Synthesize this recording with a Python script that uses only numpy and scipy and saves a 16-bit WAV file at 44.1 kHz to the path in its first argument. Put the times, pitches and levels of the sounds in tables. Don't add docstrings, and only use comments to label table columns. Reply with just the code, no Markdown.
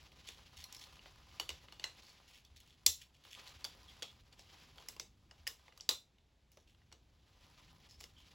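import sys
import numpy as np
from scipy import signal
from scipy.fft import rfft, irfft, next_fast_len
from scipy.io import wavfile

SR = 44100
rng = np.random.default_rng(int(sys.argv[2]) if len(sys.argv) > 2 else 0)


def master(y):
    cut = np.clip(np.atleast_2d(y).T, -1, 1)
    pcm = np.round(cut * 32767)
    wavfile.write(sys.argv[1], SR, pcm.astype(np.int16))


N = 368173

# (time [s], clack level [dB], knock, snap and crack re clack [dB],
#                 lower and upper ring of the struck part [Hz], ring re shell sound before band levelling [dB])
CLICKS = [(0.1186, -63, -13, -16, -14, 2950, 4600, -10), (.287, -49, -10.5, -2.5, -10, 2960, 3500, -5),
          (.569, -59.5, -16, -6, -5, 2880, 3680, -7), (0.64, -50, -33, -0.5, -4, 4250, 5600, 0.5),
          (0.725, -57.5, -32, 6, 1, 5600, 6860, -9), (.747, -56.5, -33, 0, -1, 3500, 4300, -9),
          (0.9924, -59.5, -3.5, -18, -26, 2860, 4560, 18), (1.0576, -59, 2, -20, -25, 2000, 2930, -11),
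          (1.312, -64, -18, -14, -18, 2220, 2950, -9), (1.3979, -36.5, -8, -3, -9.5, 2950, 4540, 0.5),
          (1.4911, -39, -13, -5, -13, 2900, 4450, -5.5), (1.5028, -48, -5, -2, -15, 2920, 4600, -7),
          (1.6835, -58, -4, -21, -28, 2090, 2860, -11), (1.7227, -54.5, -6, -5.5, -12, 2880, 4400, -2),
          (1.796, -49.5, -9.5, -5, -19, 2840, 4540, -5), (1.8191, -64, 0, -13, -24, 3000, 4300, 3),
          (1.8403, -38, -17, -1, -18, 2850, 4100, 5), (1.841, -45, 3.5, -5, -15, 2010, 2890, 14),
          (2.449, -69, -27, 4.5, -3, 3360, 4500, 1), (2.602, -65.5, -23, -1, 1, 2950, 4240, -7),
          (2.8626, -30.5, -17, 8.5, 5.5, 4210, 4800, -5), (2.8641, -31.5, -24.5, 7.5, -1.5, 3550, 7470, -4),
          (3.25, -61, -2.5, -27, -8, 2290, 3130, -11), (3.607, -73, -7, 3, -2, 4000, 5800, -8),
          (3.643, -46, -8.5, 5.5, -5, 4600, 4830, 4), (3.648, -44.5, -8, 2.5, -7, 3370, 4600, 0.5),
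          (4.022, -45, -5.5, -1.5, -17, 3390, 3380, -7.5),
          (4.0276, -41.5, -17.5, -4.5, -14, 3330, 4640, -4), (4.326, -69, -7.5, 5.5, -19, 3370, 4570, -8),
          (4.3923, -61.5, -2, 3, -9, 3400, 4500, -18), (4.7814, -59, 0.5, -4, -21, 3240, 4500, 17),
          (4.823, -66, 2, -7, -15, 2300, 3800, -7), (4.885, -52.5, -6.5, 8, 5.5, 5140, 5400, -6),
          (4.964, -60.5, 0.5, 0, -8, 1040, 4930, -4), (4.9969, -47, -6, 6, -5.5, 4970, 6180, -5),
          (5.3105, -61.5, 0.5, 2, -22, 2890, 5200, -2), (5.4681, -43, -0.5, -1.5, -11, 1850, 2900, 13),
          (5.4745, -42.5, -9.5, 4.5, 1, 1820, 4990, -1), (5.68, -61.5, -0.5, -13, -27, 950, 3640, -20),
          (5.723, -64.5, -2.5, -11.5, -28, 2020, 2810, -6.5), (5.775, -64, -2, 5, -1, 3900, 4600, -7.5),
          (5.7991, -59, -10, -10, -24, 2900, 3300, -2), (5.8077, -57.5, -12, 10.5, -13, 4620, 5330, -1),
          (5.8905, -29, -11.5, 1.5, -5, 3946, 4830, -1.5), (5.91, -40, -11, -0.5, -14, 3800, 4130, 9),
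          (6.183, -70, -28.5, -14.5, -19, 2910, 3600, -3), (6.517, -75, -6.5, 0, 6.5, 2900, 5040, -2),
          (6.5713, -67.5, 6, 0, -7, 580, 6010, -3.5), (6.747, -71.5, -5, -13, -17.5, 2860, 3240, -3),
          (6.817, -78, 4, -19, -28, 1910, 2836, 1), (6.916, -68.5, 0.5, -3, -15, 2300, 4400, -11),
          (6.9247, -59.5, -3, 2, -13, 2850, 4380, -8), (8.004, -62, -8, 3, -4, 5300, 7400, -3),
          (8.008, -57.5, -4.5, 2, 0.5, 5120, 7300, -8), (8.0392, -54.5, -7, 2, -7, 2890, 5180, -6)]
CLICK_BANDS_HZ = [290, 2000, 4300, 8500, 17000]
# (frequency [Hz], width [Hz], level [dB])
SHELL_MODES = [(446, 210, -9), (1086, 510, 1.5), (1980, 430, -14), (2850, 44, -4), (3580, 17, -3),
               (3840, 29, -4), (4640, 130, -8), (5240, 200, -3), (5647, 410, -5.5), (6030, 220, -4),
               (6680, 280, -16), (7820, 320, -11), (11540, 2000, -23), (14960, 1100, -17.5)]
# (time [s], length [s], level [dB], resonance of that panel [Hz])
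SCRAPES = [(0.266, 0.018, -55.5, 3500), (0.296, .05, -64, 3460), (0.562, 0.061, -55.5, 3400),
           (.735, 0.086, -62.5, 5460), (.805, .035, -59.5, 3480), (0.92, .035, -66, 3000),
           (2.018, .11, -67, 4600), (2.275, 0.12, -65.5, 3040), (2.558, 0.0089, -61.5, 3900),
           (2.597, 0.016, -68, 3100), (2.652, 0.089, -70, 3100), (2.788, 0.016, -73, 3100),
           (3.0, .03, -60, 2960), (3.14, 0.027, -68, 3000), (3.233, 0.06, -67.5, 2920),
           (3.306, 0.049, -59, 3070), (3.403, .06, -73, 3300), (3.47, 0.016, -57.5, 4020),
           (3.49, .008, -72, 3500), (3.877, 0.016, -62, 3470), (4.38, 0.033, -64, 5050),
           (4.778, 0.036, -65, 3300), (6.514, 0.11, -78, 5700), (6.672, 0.045, -72, 2900),
           (7.886, .06, -65.5, 5270), (7.989, .06, -65.5, 5300), (8.174, 0.048, -70.5, 3200),
           (8.274, 0.056, -75, 4500)]
# (time [s], length [s], frequency [Hz], level [dB])
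SQUEAKS = [(2.448, 0.024, 3430, -72), (3.878, 0.02, 3360, -59.5), (4.026, 0.08, 3400, -62),
           (7.893, 0.065, 5150, -69), (8.161, 0.064, 3160, -69.5)]
# (time [s], level [dB], tilt [dB per octave])
LOCKS = [(2.864, -45, -1), (5.891, -46, -12)]
# (frequency [Hz], level re lock before tilt [dB], t60 [s])
HULL_MODES = [(3450, -8, 0.15), (3572, -3, 0.25), (3773, -2.5, 0.18), (4000, -4, 0.18), (4064, -2, .2),
              (5400, -6.5, .17), (6024, -5.5, .16), (7428, -2, 0.17), (7610, -3.5, 0.13), (8150, -4.5, .17)]
# (time [s], level [dB])
SLIDING = [(0.0, -77.5), (.1, -86), (0.24, -82.5), (0.4, -79.5), (0.54, -83.5), (0.74, -81), (1.03, -83.5),
           (1.2, -87), (1.35, -81), (1.65, -83.5), (2.0, -83.5), (2.2, -84.5), (2.4, -91), (2.5, -94),
           (2.7, -92.5), (2.78, -94.5), (3.2, -93), (3.4, -75.5), (3.56, -81.5), (3.78, -82.5), (4.04, -81),
           (4.24, -91.5), (4.52, -83), (4.91, -81.5), (5.14, -101), (5.4, -88.5), (5.86, -91.5),
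           (6.1, -110), (6.45, -108), (6.8, -101), (7.2, -97), (7.45, -86), (7.8, -86), (8.04, -91),
           (8.35, -87)]
# (frequency [Hz], density [dB per Hz])
FRICTION_SPECTRUM = [(120, -8), (300, -7), (700, -8), (1400, -7.5), (2100, -3), (3100, -.5), (4300, -3),
                     (6000, -8), (8500, -18), (15000, -22)]
# (time [s], level [dB])
GRIP = [(0.0, -66.5), (.75, -69), (1.6, -66), (2.25, -76), (2.7, -70), (3.2, -76), (3.7, -66), (4.25, -70),
        (4.7, -67), (5.3, -70), (6.3, -84), (6.7, -72), (7.25, -72), (7.75, -66.5), (8.35, -70)]
# (frequency [Hz], density [dB per Hz])
GRIP_SPECTRUM = [(20, -28), (42, -7), (60, -4), (100, -10), (170, -15), (350, -24), (900, -50)]
# (time [s], envelope peak [dB])
JOLTS = [(0.574, -56.5), (1.508, -54), (2.508, -58.5), (2.872, -49.5), (3.551, -55.5), (5.389, -57),
         (5.901, -63.5), (6.573, -72), (7.971, -55)]
# (frequency [Hz], density [dB per Hz])
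AIR_SPECTRUM = [(15, -35), (25, -6), (70, 0), (160, -10), (430, -19), (860, -21), (1300, -27.5),
                (3500, -25.5), (6000, -32), (15000, -45)]
# (frequency [Hz], left-right likeness [0-1])
LIKENESS = [(30, 1), (60, 0.99), (125, 1), (250, 0.89), (1100, 0.66), (1800, 0.94), (4000, 1),
            (16000, 0.99)]
# (frequency [Hz], left-right likeness [0-1])
ROOM_LIKENESS = [(100, 1), (500, 1), (1100, 0.18), (1900, 0.81), (4000, 1), (16000, 0.87)]
# (frequency [Hz], t60 [s])
ROOM_T60 = [(200, .22), (1000, .17), (4000, .23), (8000, .22), (15000, .22)]
# (frequency [Hz], reverberation re direct sound [dB])
ROOM_LEVEL = [(200, 0), (600, 0), (1100, 0), (1600, -6), (2100, -10.5), (3000, -7), (3700, -4.5),
              (4700, -9.5), (6000, -8.5), (7600, -6.5), (15000, -6.5)]
# (frequency [Hz], lag [turns])
PORT_LAG = [(7400, 0), (8200, .27), (8400, .46), (9600, .58), (10700, 1), (11500, 1.05), (13000, 1.46),
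            (13600, 1.55), (14900, 2)]

AIR_DB = -73
HUM_HZ, HUM_DB = 60.6, -79.5
JOLT_HZ = 74
SCRAPE_ATTACK_S, SCRAPE_RELEASE_S = .006, .011
CUTOFF_HZ = 16200


def from_db(db):
    return 10 ** (np.asarray(db) / 20)


def rms_one(x):
    return x / np.sqrt(np.mean(x ** 2) + 1e-20)


def in_time(rows):
    return np.interp(np.arange(N) / SR, *np.transpose(rows))


def at_hz(points, hz):
    f, value = np.transpose(points)
    return np.interp(np.log(np.maximum(hz, 1)), np.log(f), value)


def band(x, low_hz, high_hz, order=2):
    edges = [low_hz, min(high_hz, SR / 2 - 1000)]
    return signal.sosfilt(signal.butter(order, edges, "band", fs=SR, output="sos"), x)


def resonate(x, hz, width):
    r = np.exp(-np.pi * width / SR)
    zeros = np.array([1, 0, -1]) * (1 - r * r) / 2
    poles = [1, -2 * r * np.cos(2 * np.pi * hz / SR), r * r]
    return signal.lfilter(zeros, poles, x)


def drift(per_s):
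    knots = rng.standard_normal(4000)
    return rms_one(np.interp(np.arange(N) / SR * per_s, np.arange(len(knots)), knots))


def diffuse(pair, spectrum, likeness):
    size = next_fast_len(pair.shape[1])
    hz = np.fft.rfftfreq(size, 1 / SR)
    mid, side = rfft(pair, size) * from_db(at_hz(spectrum, hz))
    alike = np.clip(at_hz(likeness, hz), 0, 1)
    both = np.sqrt(1 + alike) * mid + np.sqrt(1 - alike) * side * np.array([[1], [-1]])
    return rms_one(irfft(both, size)[:, :pair.shape[1]])


def shell(force, strengths_db, stretch, direct_db):
    modes = 0
    for k, (hz, width, db) in enumerate(SHELL_MODES):
        sign = (-1) ** k
        modes = modes + sign * from_db(db + strengths_db[k]) * resonate(force, hz * stretch, width)
    return modes + from_db(direct_db) * force


def background():
    hum = from_db(HUM_DB) * np.sqrt(2) * np.sin(2 * np.pi * HUM_HZ * np.arange(N) / SR)
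    return from_db(AIR_DB) * diffuse(rng.standard_normal((2, N)), AIR_SPECTRUM, LIKENESS) + hum


def hands(swell_s=.016):
    out = from_db(in_time(GRIP)) * diffuse(rng.standard_normal((2, N)), GRIP_SPECTRUM, LIKENESS)
    for s, db in JOLTS:
        t = np.maximum(np.arange(N) / SR - s, 0)
        swell = t / swell_s * np.exp(1 - np.minimum(t / swell_s, 50))
        out = out + from_db(db) * swell * np.sin(2 * np.pi * JOLT_HZ * t)
    return out


def sliding(hiss_db=13.5, ticks_db=8.5, ticks_per_s=320, size_db=4.5, uneven_db=3.0, fingers_db=2):
    friction = from_db(in_time(SLIDING) + fingers_db)
    hiss = diffuse(rng.standard_normal((2, N)), FRICTION_SPECTRUM, LIKENESS)
    hiss = hiss * from_db(uneven_db * drift(60))

    sizes = from_db(size_db * np.minimum(rng.exponential(1, N), 3))
    catches = (rng.random(N) < ticks_per_s / SR) * sizes
    decay = np.exp(-1 / (.001 * SR))
    skids = signal.lfilter([1], [1, -decay], catches + 1e-18) * rng.standard_normal(N)
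    ticks = rms_one(shell(skids, np.zeros(len(SHELL_MODES)), 0.88, direct_db=-19.0))
    return from_db(hiss_db) * friction * hiss, from_db(ticks_db) * friction * ticks


def room(x, first_echo_s=.003):
    t = np.arange(SR // 2) / SR
    hz = np.fft.rfftfreq(len(t), 1 / SR)
    noise = diffuse(rng.standard_normal((2, len(t))), [(20, 0), (20000, 0)], ROOM_LIKENESS)
    coloured = rfft(noise) * from_db(at_hz(ROOM_LEVEL, hz))
    edges, response = np.geomspace(150, 19000, 12), 0
    for low, high in zip(edges, edges[1:]):
        t60 = at_hz(ROOM_T60, np.sqrt(low * high))
        tail = from_db(-60 * t / t60) * (t > first_echo_s)
        noise_band = irfft(coloured * ((hz >= low) & (hz < high)), len(t))
        response = response + noise_band * tail / np.linalg.norm(tail)
    return signal.fftconvolve(x[None], response, axes=1)[:, :N]


def reverberation(rest, count=4):
    return sum(room(clicks(aside_db=-5.5) + rest) for _ in range(count)) / np.sqrt(count)


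def click(level_db, knock_db, snap_db, crack_db, lower_hz, upper_hz, ring_db, rise_s=.0006,
          contact_s=0.0031, ring_s=0.003, vary_db=5.5, chatter_db=-21, chatter_s=0.005):
    t = np.arange(2048) / SR
    onset = np.minimum(t / rise_s, 1)
    skid = np.exp(-(t / contact_s) ** 2)
    chatter = from_db(chatter_db) * np.exp(-t / chatter_s)
    force = rng.choice([-1, 1], len(t)) * onset * (skid + chatter)

    strengths_db = vary_db * rng.standard_normal(len(SHELL_MODES))
    body = shell(force, strengths_db, 1 + 0.015 * rng.standard_normal(), direct_db=-6.0)
    tones = sum(np.sin(2 * np.pi * (hz * t + rng.random())) for hz in (lower_hz, upper_hz))
    ring = tones * onset * np.exp(-t / ring_s)
    sound = rms_one(body) + from_db(ring_db) * rms_one(ring)

    out = 0
    for low, high, db in zip(CLICK_BANDS_HZ, CLICK_BANDS_HZ[1:], (knock_db, 0, snap_db, crack_db)):
        out = out + from_db(level_db + db) * rms_one(band(sound, low, high, order=5))
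    return out * np.sqrt(0.0052 / t[-1])


def clicks(aside_db=0):
    out = np.zeros(N + SR)
    for s, *contact, ring_db in CLICKS:
        sound, start = click(*contact, ring_db + aside_db), int(s * SR)
        out[start:start + len(sound)] += sound
    return out[:N]


def stroke(size, length):
    t = np.arange(size) / SR
    return np.clip(t / SCRAPE_ATTACK_S, 0, 1) * np.exp(-np.clip((t - length) / SCRAPE_RELEASE_S, 0, 50))


def scrapes(slips_per_s=900, size_db=2.5, slip_s=.0008, panel_width_hz=900, shell_db=-4, edge_db=-1,
            low_hz=1900, high_hz=8000, fizz_db=-6, uneven_db=2.0):
    sizes = from_db(size_db * np.minimum(rng.exponential(1, N), 3))
    starts = (rng.random(N) < slips_per_s / SR) * sizes
    slips = signal.lfilter([1], [1, -np.exp(-1 / (slip_s * SR))], starts + 1e-18)
    slips = slips * rng.standard_normal(N) * from_db(uneven_db * drift(90))

    force = rms_one(band(slips, low_hz, high_hz, order=4))
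    body = rms_one(shell(force, np.zeros(len(SHELL_MODES)), 0.95, direct_db=-20))
    fizz = rms_one(band(slips, high_hz, CUTOFF_HZ))
    common = from_db(shell_db) * body + from_db(edge_db) * force + from_db(fizz_db) * fizz

    out = np.zeros(N)
    for s, length, db, hz in SCRAPES:
        part = slice(int(s * SR), int(s * SR) + SR // 2)
        panel = rms_one(resonate(force[part], hz, panel_width_hz))
        rub = rms_one(common[part] + panel)
        out[part] += from_db(db) * stroke(len(rub), length) * rub
    return out


def squeaks(width_hz=140):
    out, size = np.zeros(N + SR), SR // 2
    for s, length, hz, db in SQUEAKS:
        start = int(s * SR)
        tone = rms_one(resonate(rng.standard_normal(size), hz, width_hz))
        out[start:start + size] += from_db(db) * stroke(size, length) * tone
    return out[:N]


def hull():
    out, t = np.zeros(N + SR), np.arange(SR // 2) / SR
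    for s, lock_db, tilt_db in LOCKS:
        start = int(s * SR)
        for hz, db, t60 in HULL_MODES:
            level_db = lock_db + db + tilt_db * np.log2(hz / HULL_MODES[0][0])
            decay = np.exp(-np.log(1000) * t / t60)
            tone = np.sin(2 * np.pi * (hz * t + rng.random()))
            out[start:start + len(t)] += from_db(level_db) * decay * tone
    return out[:N]


def scene():
    hiss, ticks = sliding()
    toy = ticks + scrapes() + hull()
    return clicks() + squeaks() + toy + reverberation(toy) + hiss + hands() + background()


def record(dry):
    size = next_fast_len(N + SR // 10)
    turns = np.interp(np.fft.rfftfreq(size, 1 / SR), *np.transpose(PORT_LAG))
    left = irfft(rfft(dry[0], size) * np.exp(-2j * np.pi * turns), size)[:N]
    low_pass = signal.ellip(10, .1, 80, CUTOFF_HZ, fs=SR, output="sos")
    return signal.sosfilt(low_pass, [left, dry[1]])


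dry = scene()
out = record(dry)
master(out)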